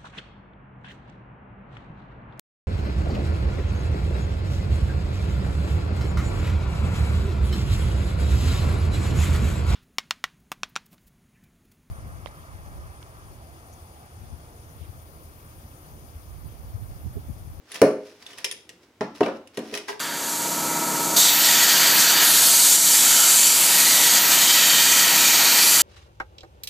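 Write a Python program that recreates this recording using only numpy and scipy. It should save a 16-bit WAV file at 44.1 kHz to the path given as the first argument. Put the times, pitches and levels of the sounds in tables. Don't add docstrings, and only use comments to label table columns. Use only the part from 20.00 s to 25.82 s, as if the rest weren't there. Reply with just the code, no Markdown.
import sys
import numpy as np
from scipy import signal
from scipy.fft import rfft, irfft
from scipy.io import wavfile
from scipy.ndimage import uniform_filter1d

SR = 44100
rng = np.random.default_rng(int(sys.argv[2]) if len(sys.argv) > 2 else 0)


def unload_audio(sound):
    columns = np.transpose(np.atleast_2d(sound))
    steps = np.round(np.clip(columns, -1, 1) * 32767)
    wavfile.write(sys.argv[1], SR, steps.astype(np.int16))


N = 256646
TIME = np.arange(N) / SR
STRIKE_S = 1.164


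def gain_of(db):
    return 10 ** (np.asarray(db) / 20)


def unit_rms(x):
    return x / np.sqrt(np.mean(x ** 2) + 1e-20)


def spectrum_db(points, hz):
    f, db = np.transpose(points)
    return np.interp(np.log(hz + 1), np.log(f + 1), db)


def follow(points, t):
    return np.interp(t, *np.transpose(points))


def swell(t, start, end):
    return np.sqrt(abs(np.sin(np.pi * np.clip((t - start) / (end - start), 0, 1))))


def peak(hz, centre, width):
    return 1 / (1 + (2 * (hz - centre) / width) ** 2)


def hump(hz, centre, octaves):
    return np.exp(-(np.log2((hz + 1) / centre) / octaves) ** 2)


def coloured(points):
    shape = gain_of(spectrum_db(points, np.fft.rfftfreq(N, 1 / SR)))
    return unit_rms(irfft(rfft(rng.standard_normal(N)) * shape, N))


def wander(rate_hz):
    hz = np.fft.rfftfreq(N // 64, 64 / SR)
    slow = irfft(rfft(rng.standard_normal(N // 64)) / (1 + (hz / rate_hz) ** 2))
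    return unit_rms(np.interp(TIME, np.linspace(0, TIME[-1], len(slow)), slow))


def cold_air(afterblow_db=-22, fade_db_per_s=33, shutoff_s=.02):
    # t/s, level/dB
    flow_levels = [(0, -22), (.09, -27), (.3, -22), (.8, -28), (1.14, -25)]
    # f/Hz, relative level/dB
    flow_spectrum = [(1500, -21), (2800, -9), (3600, -5), (4650, 1), (5050, -6.5), (6200, 3), (7300, 4.5),
                     (8600, 0.5), (9600, -4), (11300, 0), (13500, -2.5), (15200, -12)]
    # f/Hz, relative level/dB
    afterblow_spectrum = [(600, -31), (1200, -2.5), (1650, 2), (2400, -8.5), (3400, -3), (4100, -9),
                          (4650, -0.5), (5100, -13), (8000, -28), (15000, -28)]
    cold = np.clip(1 - (TIME - STRIKE_S) / shutoff_s, 0, 1)
    afterblow = coloured(afterblow_spectrum) * gain_of(afterblow_db - fade_db_per_s * TIME)
    return coloured(flow_spectrum) * gain_of(follow(flow_levels, TIME)) * cold + afterblow


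def compressor(shaft_hz=16.365, first_stroke_s=.0365, slip_turns=.0019, buzz_db=-41, rumble_db=-29.5):
    # f/shaft frequency, level/dB
    hum_orders = [(10, -45), (12, -47), (14, -46.5), (16, -44.5), (18, -41.5), (20, -43), (22, -50.5),
                  (26, -51), (34, -47.5), (40, -43), (42, -47.5), (52, -43), (78, -45), (80, -36.5),
                  (86, -43), (141, -46)]
    # f/shaft frequency, level/dB
    whine_orders = [(57, -35.5), (58, -37.7), (59, -45.5)]
    # f/Hz, relative level/dB
    rumble_spectrum = [(25, -40), (60, -57), (90, -16), (140, -3), (200, 1), (300, -1), (400, -0.5),
                       (500, 0.5), (700, -2), (1000, -2), (1450, -4.5), (2000, -6), (2800, -11.5),
                       (6000, -12.5)]
    angle = 2 * np.pi * (shaft_hz * (TIME - first_stroke_s) + slip_turns * wander(.98))
    surge = swell(TIME, .44, 1.5)
    tone_db = -8 * np.clip((.6 - TIME) / .22, 0, 1) - .5 * surge
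    hum = 0
    for order, db in hum_orders:
        hz = order * shaft_hz
        lift_db = 3 * surge * hump(hz, 320, octaves=.25) + tone_db * peak(hz, 1310, width=30)
        amplitude = gain_of(db + lift_db + .5 * wander(rate_hz=1.3))
        hum += amplitude * np.cos(order * angle + 2 * np.pi * rng.random())
    whine = sum(gain_of(db) * np.cos(order * angle) for order, db in whine_orders)
    buzz = 0
    for order in np.setdiff1d(np.arange(6, 100), [row[0] for row in hum_orders + whine_orders]):
        amplitude = gain_of(spectrum_db(rumble_spectrum, order * shaft_hz)) * rng.rayleigh()
        buzz += amplitude * np.cos(order * angle + 2 * np.pi * rng.random())
    rumble = coloured(rumble_spectrum) * gain_of(rumble_db)
    return np.sqrt(2) * (hum + whine) + unit_rms(buzz) * gain_of(buzz_db) + rumble


def arc_strike(chirp_db=-18, start_hz=5000, end_hz=3300, length_s=.009):
    progress = np.clip((TIME - STRIKE_S) / length_s, 0, 1)
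    hz = start_hz + (end_hz - start_hz) * progress
    return gain_of(chirp_db) * np.sin(np.pi * progress) * np.sin(2 * np.pi * np.cumsum(hz) / SR)


def hot_jet(level_db=-6, catch_s=.005, patchy_db=1.1, flutter_db=.54):
    # f/Hz, relative level/dB
    jet_spectrum = [(150, -39.5), (400, -21), (800, -8), (1200, -12), (1700, -7.5), (2700, -4.5),
                    (4000, -2), (5100, -5), (6200, -0.75), (7600, 0.0), (10000, -10), (11600, -5),
                    (13500, -4), (15300, -8.5)]
    frames = dict(fs=SR, nperseg=1536, noverlap=1280)
    hz, t, noise = signal.stft(rng.standard_normal(N), **frames)
    hz = hz[:, None]
    db = spectrum_db(jet_spectrum, hz) + roar_db(hz, t) + hiss_db(hz, t)
    db += resonances_db(hz, t) + echo_ripple_db(hz, t) + shock_noise_db(hz, t)
    patches = uniform_filter1d(rng.standard_normal(noise.shape), size=6, axis=0)
    patches = unit_rms(uniform_filter1d(patches, size=16, axis=1))
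    turbulence = signal.istft(noise * gain_of(db + patchy_db * patches), **frames)[1][:N]
    lit = np.clip((TIME - STRIKE_S) / catch_s + .5, 0, 1)
    drop_db = np.interp(TIME - 2.757, [0, .012, .18], [0, -4, 0])
    return turbulence * lit * gain_of(level_db + drop_db + flutter_db * wander(rate_hz=25))


def roar_db(hz, t, start_db=-11.5, build_s=.053, creep_db_per_s=.21):
    age = np.maximum(t - STRIKE_S, 0)
    lift_db = start_db * np.exp(-age / build_s) + creep_db_per_s * age
    return lift_db * hump(hz, 2220, octaves=.77)


def hiss_db(hz, t):
    # t/s, level change/dB
    surges = [(1.165, -3), (1.21, 4), (1.29, 1), (1.67, -2), (1.89, -2.5), (2.02, 2), (2.19, -3.5),
              (2.45, 3), (2.72, 7), (3.12, 2.5), (3.45, 4), (3.7, 0), (4.15, 1), (4.4, 1), (4.65, 1),
              (4.98, 1.5), (5.48, -1.5), (5.8, 3)]
    # start t/s, end t/s, level change/dB
    chokes = [(1.29, 1.432, -5), (1.91, 1.988, -5), (2.11, 2.204, -1), (3.56, 3.636, -1),
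              (3.946, 4.017, -0.5), (4.19, 4.305, -4), (5.065, 5.2, -2), (5.49, 5.58, -1)]
    choke_db = sum(depth * swell(t, start, end) for start, end, depth in chokes)
    sizzle_db = -choke_db * hump(hz, 13300, octaves=.51)
    return (follow(surges, t) + choke_db) * hump(hz, 7860, octaves=.89) + sizzle_db


def resonances_db(hz, t):
    # f/Hz, bandwidth/Hz, level change/dB
    modes = [(1320, 300, 5), (1765, 18, 19.5), (2280, 240, 1), (2670, 76, 2), (2845, 38, 6), (3040, 380, 2),
             (4540, 320, 4.5), (4796, 170, 4.5)]
    # f/Hz, bandwidth/Hz, level change/dB
    notches = [(1764, 17, -15.5), (2030, 56, -4), (2770, 134, -8.5), (3400, 71, -2), (5050, 300, -2.5)]
    # start t/s, end t/s, f/Hz, bandwidth/Hz, level change/dB
    passing_tones = [(1.148, 1.345, 3650, 700, 8), (1.2, 2.3, 1910, 120, 6), (1.25, 2.28, 4480, 300, 3.5),
                     (1.604, 2.45, 1610, 167, 7), (2.25, 2.74, 4300, 200, 7), (2.848, 3.5, 3020, 170, 4.5),
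                     (3.02, 3.383, 1410, 160, 8), (3.08, 3.56, 7450, 700, 4.5), (3.52, 3.76, 9800, 450, 6),
                     (3.7, 5.95, 1920, 130, 10), (4.35, 5.1, 3160, 300, 4.5), (4.35, 5.95, 2410, 161, 6.5),
                     (4.4, 4.85, 3750, 400, 5), (5.25, 6.1, 4550, 700, 2.5)]
    db = sum(lift * peak(hz, centre, width) for centre, width, lift in modes + notches)
    for start, end, centre, width, lift in passing_tones:
        db = db + lift * swell(t, start, end) * peak(hz, centre, width)
    return db


def echo_ripple_db(hz, t, mean_delay_s=.000596, swing=.17, depth_db=.92):
    delay_s = mean_delay_s * (1 + swing * np.interp(t, TIME, wander(rate_hz=.68)))
    return depth_db * np.cos(2 * np.pi * hz * delay_s)


def shock_noise_db(hz, t, start_hz=11400, rest_hz=9930, slide_s=.13, attack_s=.038, release_s=.27):
    # start t/s, end t/s, level change/dB
    spells = [(2.212, 4.2, 5), (5.593, 6.1, 3)]
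    db = 0
    for start, end, lift in spells:
        age = np.maximum(t - start, 0)
        unsettled = np.exp(-age / slide_s)
        centre = rest_hz + (start_hz - rest_hz) * unsettled
        envelope = np.clip(np.minimum(age / attack_s, (end - t) / release_s), 0, 1)
        crest_db = 8.5 * unsettled * peak(hz, centre, width=700)
        db += envelope * (lift * hump(hz, centre, octaves=.3) + crest_db)
    return db


def workshop(x, wet_db=-15, t60_s=.039, echoes_per_s=1500, gap_s=.004):
    t = np.arange(SR // 2) / SR
    taps = rng.standard_normal(len(t)) * (rng.random(len(t)) < echoes_per_s / SR)
    taps *= (t > gap_s) * gain_of(-60 * t / t60_s)
    reflections = signal.fftconvolve(x, taps / np.linalg.norm(taps))[:N]
    wet = gain_of(wet_db)
    return (x + wet * reflections) / np.sqrt(1 + wet ** 2)


def gain_control(x, threshold_db=-15, ratio=6.5, attack_s=.02, recover_db_per_s=11.5, opening_db=8.5):
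    pole = np.exp(-1 / (attack_s * SR))
    power = signal.lfilter([1 - pole], [1, -pole], (x ** 2).mean(0))
    over_db = np.maximum(10 * np.log10(power + 1e-12) - threshold_db, 0) * (1 - 1 / ratio)
    recovery_db = recover_db_per_s * TIME
    duck_db = np.maximum(np.maximum.accumulate(over_db + recovery_db), opening_db) - recovery_db
    return x * gain_of(-duck_db)


def scene():
    mix = workshop(hot_jet() + arc_strike() + cold_air()) + compressor()
    return np.array([mix, mix])


def record(dry):
    ceiling, knee = .76, 8
    low_hz, high_hz = 55, 15330
    ducked = gain_control(dry)
    rounded = ducked / (1 + abs(ducked / ceiling) ** knee) ** (1 / knee)
    highpass = signal.butter(4, low_hz, "high", fs=SR, output="sos")
    lowpass = signal.firwin(1023, high_hz, window=("kaiser", 9), fs=SR)
    return signal.oaconvolve(signal.sosfilt(highpass, rounded), lowpass[None], "same")


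dry = scene()
out = record(dry)
unload_audio(out)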